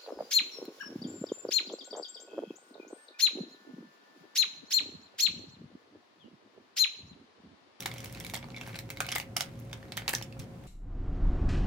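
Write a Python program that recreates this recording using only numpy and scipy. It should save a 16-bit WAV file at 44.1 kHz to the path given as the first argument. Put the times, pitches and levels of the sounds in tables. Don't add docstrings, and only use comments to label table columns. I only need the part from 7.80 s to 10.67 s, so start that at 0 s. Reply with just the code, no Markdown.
import sys
import numpy as np
from scipy import signal
from scipy.fft import rfft, irfft, next_fast_len
from scipy.io import wavfile

SR = 44100
rng = np.random.default_rng(int(sys.argv[2]) if len(sys.argv) > 2 else 0)


def store_wav(level_fs):
    pcm = np.round(np.clip(np.atleast_2d(level_fs), -1, 1) * 32767)
    wavfile.write(sys.argv[1], SR, pcm.T.astype(np.int16))


def makeup_ratio(level_db):
    decades = np.asarray(level_db, float) / 20
    return 10 ** decades


N = 126567
TOP_HZ, QUIET_TOP_HZ = 16950, 15800


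def unit(x):
    return x / np.sqrt(np.mean(x ** 2, axis=-1, keepdims=True) + 1e-20)


def along(points, hz):
    point_hz, value = np.transpose(points)
    return np.interp(np.log(hz + 1), np.log(point_hz + 1), value)


def peak(f, hz, width_hz):
    return 1j * f * width_hz / (hz * hz - f * f + 1j * f * width_hz)


def filtered(x, response):
    n = x.shape[-1]
    size = next_fast_len(n + 2048)
    spectrum = rfft(x, size) * response(np.fft.rfftfreq(size, 1 / SR))
    return irfft(spectrum, size)[..., :n]


def noise_pair():
    return rng.standard_normal((2, N))


def pair(a, b, alike):
    def turn(f):
        return np.arccos(np.clip(along(alike, f), -1, 1)) / 2

    mid = filtered(a, lambda f: np.cos(turn(f)))
    side = filtered(b, lambda f: np.sin(turn(f)))
    return np.array([mid + side, mid - side])


# pitch_hz, density_db [dB per Hz]
AIR = [(12, -45), (20, -24.5), (129, -1), (333, -10), (549, -17.5), (881, -21.5), (15500, -47)]
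# pitch_hz, width_hz, level_db
HUM = [(57, 16, -61.5), (118, 20, -54), (184.1, 19, -61), (238.8, 6.4, -60.5), (728, 29, -67.5)]
# pitch_hz, level_db, drift_hz
MOTOR = [(115.4, -52.5, 5.84), (541, -58, 2.98)]
# pitch_hz, likeness [-1..1]
ALIKE = [(25, 0.95), (130, 0.98), (500, 0.78), (1400, 0)]
AIR_DB = -48.5


def ventilation():
    rush = filtered(noise_pair(), lambda f: makeup_ratio(along(AIR, f)) * (f < QUIET_TOP_HZ))
    air = makeup_ratio(AIR_DB) * unit(rush)
    for hz, width_hz, db in HUM:
        air = air + makeup_ratio(db) * unit(filtered(noise_pair(), lambda f: peak(f, hz, width_hz) ** 2))
    for hz, db, drift_hz in MOTOR:
        waver = unit(filtered(noise_pair(), lambda f: f < 12))
        phase = 2 * np.pi * np.cumsum(hz + drift_hz * waver, axis=1) / SR
        air = air + makeup_ratio(db + 2.0 + 1.33 * waver[::-1]) * np.sin(phase)
    return pair(*air, ALIKE)


# pitch_hz, t60_s
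WALLS = [(500, 0.097), (1500, 0.27), (4000, 0.14), (12000, 0.13)]
WALLS_DB = -6.5


def walls(lanes):
    noise = rng.standard_normal((len(lanes), 2, SR // 3))
    hz, t, z = signal.stft(noise, SR, nperseg=256)
    decay = makeup_ratio(-60 * t / along(WALLS, hz)[:, None])
    tail = signal.istft(z * decay, SR, nperseg=256)[1]
    tail = tail / np.linalg.norm(tail, axis=-1, keepdims=True)
    tail = np.pad(tail, ((0, 0), (0, 0), (130, 0)))
    wet = signal.fftconvolve(lanes, tail, axes=2)[..., :N].sum(axis=0)
    return makeup_ratio(WALLS_DB) * filtered(wet, lambda f: f < QUIET_TOP_HZ)


THUD_S, THUD_DB, THUD_HZ, THUD_T60_S = 2.59, -37, 129, 0.1


def pad_thud():
    t = np.maximum(np.arange(N) / SR - THUD_S, 0)
    return makeup_ratio(THUD_DB - 60 * t / THUD_T60_S) * np.sin(2 * np.pi * THUD_HZ * t)


# pitch_hz, density_db [dB per Hz]
SHEET = [(180, -20), (300, -7.5), (720, -4.5), (1140, -2.5), (2100, -1), (5660, -7), (15500, -13.5)]
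# pitch_hz, width_hz, boost_db
POUCH = [(761, 136, 8), (2200, 280, 4.5)]


def sheet(f):
    pocket = sum((makeup_ratio(db) - 1) * peak(f, hz, width_hz) for hz, width_hz, db in POUCH)
    return makeup_ratio(along(SHEET, f)) * (1 + pocket)


# pitch_hz, likeness [-1..1]
PORTS = [(500, 1), (4000, 0.67), (14000, 0.2)]
LEAD_IN_S, RISE_S, PATCH_Q = .001, .0009, 9
OVERTONE, OVERTONE_DB = 1.67, -1
STRIKE = 2


def bursts(hz, bright_db, body_db, t60_s, patch_db, size):
    late = np.maximum(np.arange(size) / SR - LEAD_IN_S, 0)
    shape = (1 - np.exp(-late / RISE_S)) * makeup_ratio(-60 * late / t60_s[:, None])
    noise = rng.standard_normal((len(hz), 2, size)).transpose(1, 0, 2) * shape
    noise[0, :, round((LEAD_IN_S + RISE_S) * SR)] += STRIKE

    def mode(f, mode_hz):
        return peak(f, mode_hz[:, None], mode_hz[:, None] / PATCH_Q)

    def tone(f):
        bright = bright_db[:, None] / (1 + (6000 / (f + 1)) ** 4)
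        body = body_db[:, None] / (1 + (f / 1500) ** 4)
        modes = mode(f, hz) + makeup_ratio(OVERTONE_DB) * mode(f, OVERTONE * hz)
        return sheet(f) * makeup_ratio(bright + body) * (1 + makeup_ratio(patch_db) * modes)

    x = pair(*filtered(noise, tone), PORTS)
    return x / np.abs(x.mean(axis=0)).max(axis=-1)[:, None]


def place(times_s, shapes):
    out = np.zeros((5, 2, N + SR))
    for k, s in enumerate(times_s):
        out[k % 5, :, round(s * SR):][:, :shapes.shape[-1]] += shapes[:, k]
    return out[..., :N]


# start_s, level_db
EFFORT = [(0, -55), (.5, -54), (.68, -67), (.9, -51.5), (1.04, -68), (1.33, -55), (1.46, -102), (1.62, -55),
          (1.72, -67.5), (2.1, -67), (2.2, -59), (2.3, -60), (2.47, -75), (2.58, -80), (2.6, -53),
          (2.635, -57.5), (2.67, -90)]
CRACKLES, CRACKLE_DB, CRACKLE_SPREAD_DB, CRACKLE_HZ = 450, 6.5, 17, 2600
RUB_DB = -4.5
TICK_T60_S = .008


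def effort_db(t_s):
    start_s, level_db = np.transpose(EFFORT)
    return np.interp(t_s, start_s, level_db)


def rub():
    noise = filtered(noise_pair(), lambda f: sheet(f) * (f < QUIET_TOP_HZ))
    return pair(*unit(noise), PORTS) * makeup_ratio(effort_db(np.arange(N) / SR) + RUB_DB)


def crackle():
    u, g = rng.random((CRACKLES, 2)), rng.standard_normal((CRACKLES, 3))
    start_s = u[:, 0] * N / SR
    hz = np.clip(CRACKLE_HZ * np.exp(0.25 * g[:, 0]), 500, 12000)
    t60_s = np.full_like(hz, TICK_T60_S)
    shapes = bursts(hz, 4 * g[:, 1] - 4, 4 * g[:, 2], t60_s, patch_db=2.7, size=384)
    level_db = effort_db(start_s) + CRACKLE_DB + CRACKLE_SPREAD_DB * u[:, 1] ** 3
    return place(start_s, shapes * makeup_ratio(level_db)[:, None])


SNAP_DB, BRIGHT_REF_DB, BODY_REF_DB, PATCH_DB = -1, -19, -19, 10


def releases(start_s, level_db, hz, bright_db, body_db, t60_s):
    shapes = bursts(hz, bright_db - BRIGHT_REF_DB, body_db - BODY_REF_DB, t60_s, PATCH_DB, size=640)
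    return place(np.maximum(start_s - LEAD_IN_S, 0), shapes * makeup_ratio(level_db + SNAP_DB)[:, None])


# start_s, level_db (peak), pitch_hz (patch), bright_db, body_db
TICKS = [(0.032, -28, 3080, -18, -22), (0.0597, -12.5, 2200, -2, -12), (0.068, -30, 3000, -3, -17),
         (0.139, -25, 3030, -5, -12), (0.367, -45, 1030, -30, 1), (0.372, -36, 4260, -15, -29),
         (0.406, -28.5, 2020, -26, -19), (0.4398, -32, 3000, -18, -20), (0.541, -25.5, 2130, -16, -25),
         (0.5435, -16.5, 4200, -11, -19), (0.563, -22, 4340, -4, -14), (0.574, -25.5, 3040, -11, -24),
         (0.642, -33, 4700, -35, -8), (0.686, -33.5, 3440, -10, 6), (0.703, -35, 4200, -31, -10),
         (0.782, -34, 3480, -21, -18), (0.806, -40, 2200, -31, -20), (0.885, -36, 1310, -19, -17),
         (0.93, -39, 2250, -35, -24), (0.964, -29.5, 4500, -14, -21), (1.091, -35, 7500, -35, -8),
         (1.107, -25.5, 1520, -13, -17), (1.2182, -30, 4470, -30, -27), (1.256, -32, 2350, -24, -35),
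         (1.2862, -25, 3170, -33, -16), (1.325, -19, 3200, -22, -15), (1.332, -27, 2830, -29, -15),
         (1.3609, -15, 2070, -20, -13), (1.365, -23.5, 1980, -21, -14), (1.799, -39, 13800, 3, -35),
         (1.85, -45.5, 6040, -8, -30), (1.974, -47, 4000, -9, -21), (2.083, -43, 4000, -27, -11),
         (2.182, -31, 2100, -32, -4), (2.209, -42, 2700, -28, -17), (2.299, -25, 1810, -23, -7),
         (2.568, -41.5, 1390, -46, 10), (2.605, -46, 5000, -12, -25), (2.62, -39, 3200, -12, -25),
         (2.641, -44, 5760, -26, -27)]


def ticks():
    start_s, level_db, hz, bright_db, body_db = np.transpose(TICKS)
    t60_s = np.full_like(hz, TICK_T60_S)
    return releases(start_s, level_db, hz, bright_db, body_db, t60_s)


# start_s, level_db (peak), pitch_hz (patch), bright_db, body_db
FINGERING = [(0.0044, -19.5, 3440, -3.5, -15), (0.0238, -24.5, 2260, -3, -12.5),
             (0.0578, -19, 4340, -29.5, -17), (0.1146, -25.5, 2090, -24.5, -22.5),
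             (0.1815, -29.5, 3420, -8, -18), (0.2034, -29, 3350, -11, -18), (0.2438, -25, 2200, 0, -20),
             (0.2578, -26.5, 3100, -10, -9), (0.3252, -28, 2970, 6, -25), (0.3481, -30, 2380, -18.5, -29),
             (0.4005, -24.5, 3200, -1, -30), (0.4474, -24, 2270, -8, -19), (0.4652, -24.5, 2390, -8, -17),
             (0.4978, -25, 2160, -8, -25), (0.5372, -19, 2260, -10, -11), (0.5522, -23, 2020, -20, -21),
             (0.5694, -29.5, 926, -20, -2), (0.6275, -34, 2200, -35, -21), (0.7442, -34, 2240, -41, -23),
             (0.7637, -29.5, 2200, -27, -36), (0.7724, -29.5, 2200, -25, -17),
             (0.8116, -23.5, 1600, -22, -20), (0.8345, -33.5, 1560, -18, -18)]
# start_s, level_db (peak), pitch_hz (patch), bright_db,
# body_db
PEELING = [(0.8743, -28.5, 1700, 2.5, 6), (0.8932, -31, 1580, -32, -8), (0.9444, -31, 1600, -39, -24),
           (0.956, -24, 2370, -19, -15), (0.9887, -22, 2440, -8, -21), (1.1021, -18.5, 2180, -6, -13),
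           (1.1713, -25, 2240, -14, -17), (1.204, -10.5, 1520, -11.5, -15.5), (1.209, -26, 1540, -19, -2),
           (1.246, -30, 2340, -30, -25), (1.265, -25, 2200, -12, -42), (1.289, -19.5, 3080, -18, -24),
           (1.3071, -28, 2160, -19, -21), (1.3172, -16, 5670, -18, -21), (1.3222, -16, 1990, -17, -24),
           (1.34, -32, 2080, -41, -6), (1.351, -20, 3000, -14, -30), (1.3563, -16, 8100, -12.5, -10.5),
           (1.3823, -18.5, 8600, -13, -23), (1.3995, -15.5, 2720, -14, -18), (1.5647, -16.5, 780, -11, -17),
           (1.5669, -9.5, 5680, -18.5, -34), (1.5735, -26.5, 2090, -18, 0),
           (1.5995, -23.5, 1740, -11, -14),
]
# start_s, level_db, pitch_hz, bright_db, body_db
SHAKING = [(1.6072, -9.5, 3450, -14.5, -20), (1.7903, -43.5, 6500, -18, -20),
           (1.9296, -22, 3580, -21.5, -16), (2.0277, -36, 1870, -23, -12), (2.1208, -22, 2490, -16, -11),
           (2.1699, -16, 2740, -6.5, -15.5), (2.175, -17, 1900, -13.5, -11), (2.1941, -34, 2030, -47, -9),
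           (2.2195, -31.5, 1570, -32, -13), (2.2603, -40, 2030, -28, 2), (2.2791, -11.5, 2600, -14, -16.5),
           (2.2866, -16, 2560, -13, -7), (2.2919, -8, 1870, 0, -10), (2.3057, -28.5, 1680, -16, -36),
           (2.3323, -18.5, 5040, -17, -19), (2.3359, -13.5, 1730, -7, -6), (2.3499, -14, 3610, -14.5, -54),
           (2.3827, -28, 2600, -12, -24), (2.4126, -32, 2600, -19, -6), (2.4242, -24.5, 3330, -13, -42),
           (2.5246, -36.5, 2730, -21, -16), (2.593, -32.5, 3860, -4, -25), (2.597, -31.5, 5800, -19, -36),
           (2.838, -42, 1980, -9, -18)]
AFTERS, AFTER_S, AFTER_DB = 5, 0.0087, -12.5
SNAP_T60_S = .0085


def snaps():
    rows = np.repeat(FINGERING + PEELING + SHAKING, AFTERS + 1, axis=0)
    start_s, level_db, hz, bright_db, body_db = rows.T
    after = np.arange(len(rows)) % (AFTERS + 1) > 0
    u = rng.random((len(rows), 3))
    wait = -np.log(1 - .95 * u[:, 0])
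    start_s = start_s + after * AFTER_S * (0.26 + wait)
    level_db = level_db + after * (AFTER_DB - 3 * wait - 8 * u[:, 1])
    hz = hz * np.exp(after * 0.78 * (u[:, 2] - .4))
    t60_s = SNAP_T60_S * (1 + u[:, 1] / 2)
    return releases(start_s, level_db, hz, bright_db, body_db, t60_s)


# pitch_hz, level_db
LEAN = [(600, 0), (1300, 0), (2500, 0.5), (5500, -8), (9000, 1.5), (14000, 4.5)]
# pitch_hz, phase_rad
LEAD = [(2500, -1), (4000, -0.5), (9600, 2), (16000, 1)]


def off_centre(f):
    halves = [.5, -.5]
    lean_db = np.outer(halves, along(LEAN, f))
    lead_rad = np.outer(halves, along(LEAD, f))
    return makeup_ratio(lean_db) * np.exp(1j * lead_rad)


def scene():
    lanes = snaps() + crackle() + ticks()
    lanes[0] += rub() + pad_thud()
    packet = lanes.sum(axis=0) + walls(lanes)
    return filtered(packet, off_centre) + ventilation()


def band_limit(x):
    return signal.sosfilt(signal.butter(12, 17000, fs=SR, output="sos"), x)


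def record(dry):
    def band(hz):
        shelf_db = np.clip((QUIET_TOP_HZ - hz) / 10, -32, 0)
        return (hz < TOP_HZ) * makeup_ratio(shelf_db)

    mix = filtered(dry, band)
    return band_limit(mix)


dry = scene()
out = record(dry)
store_wav(out)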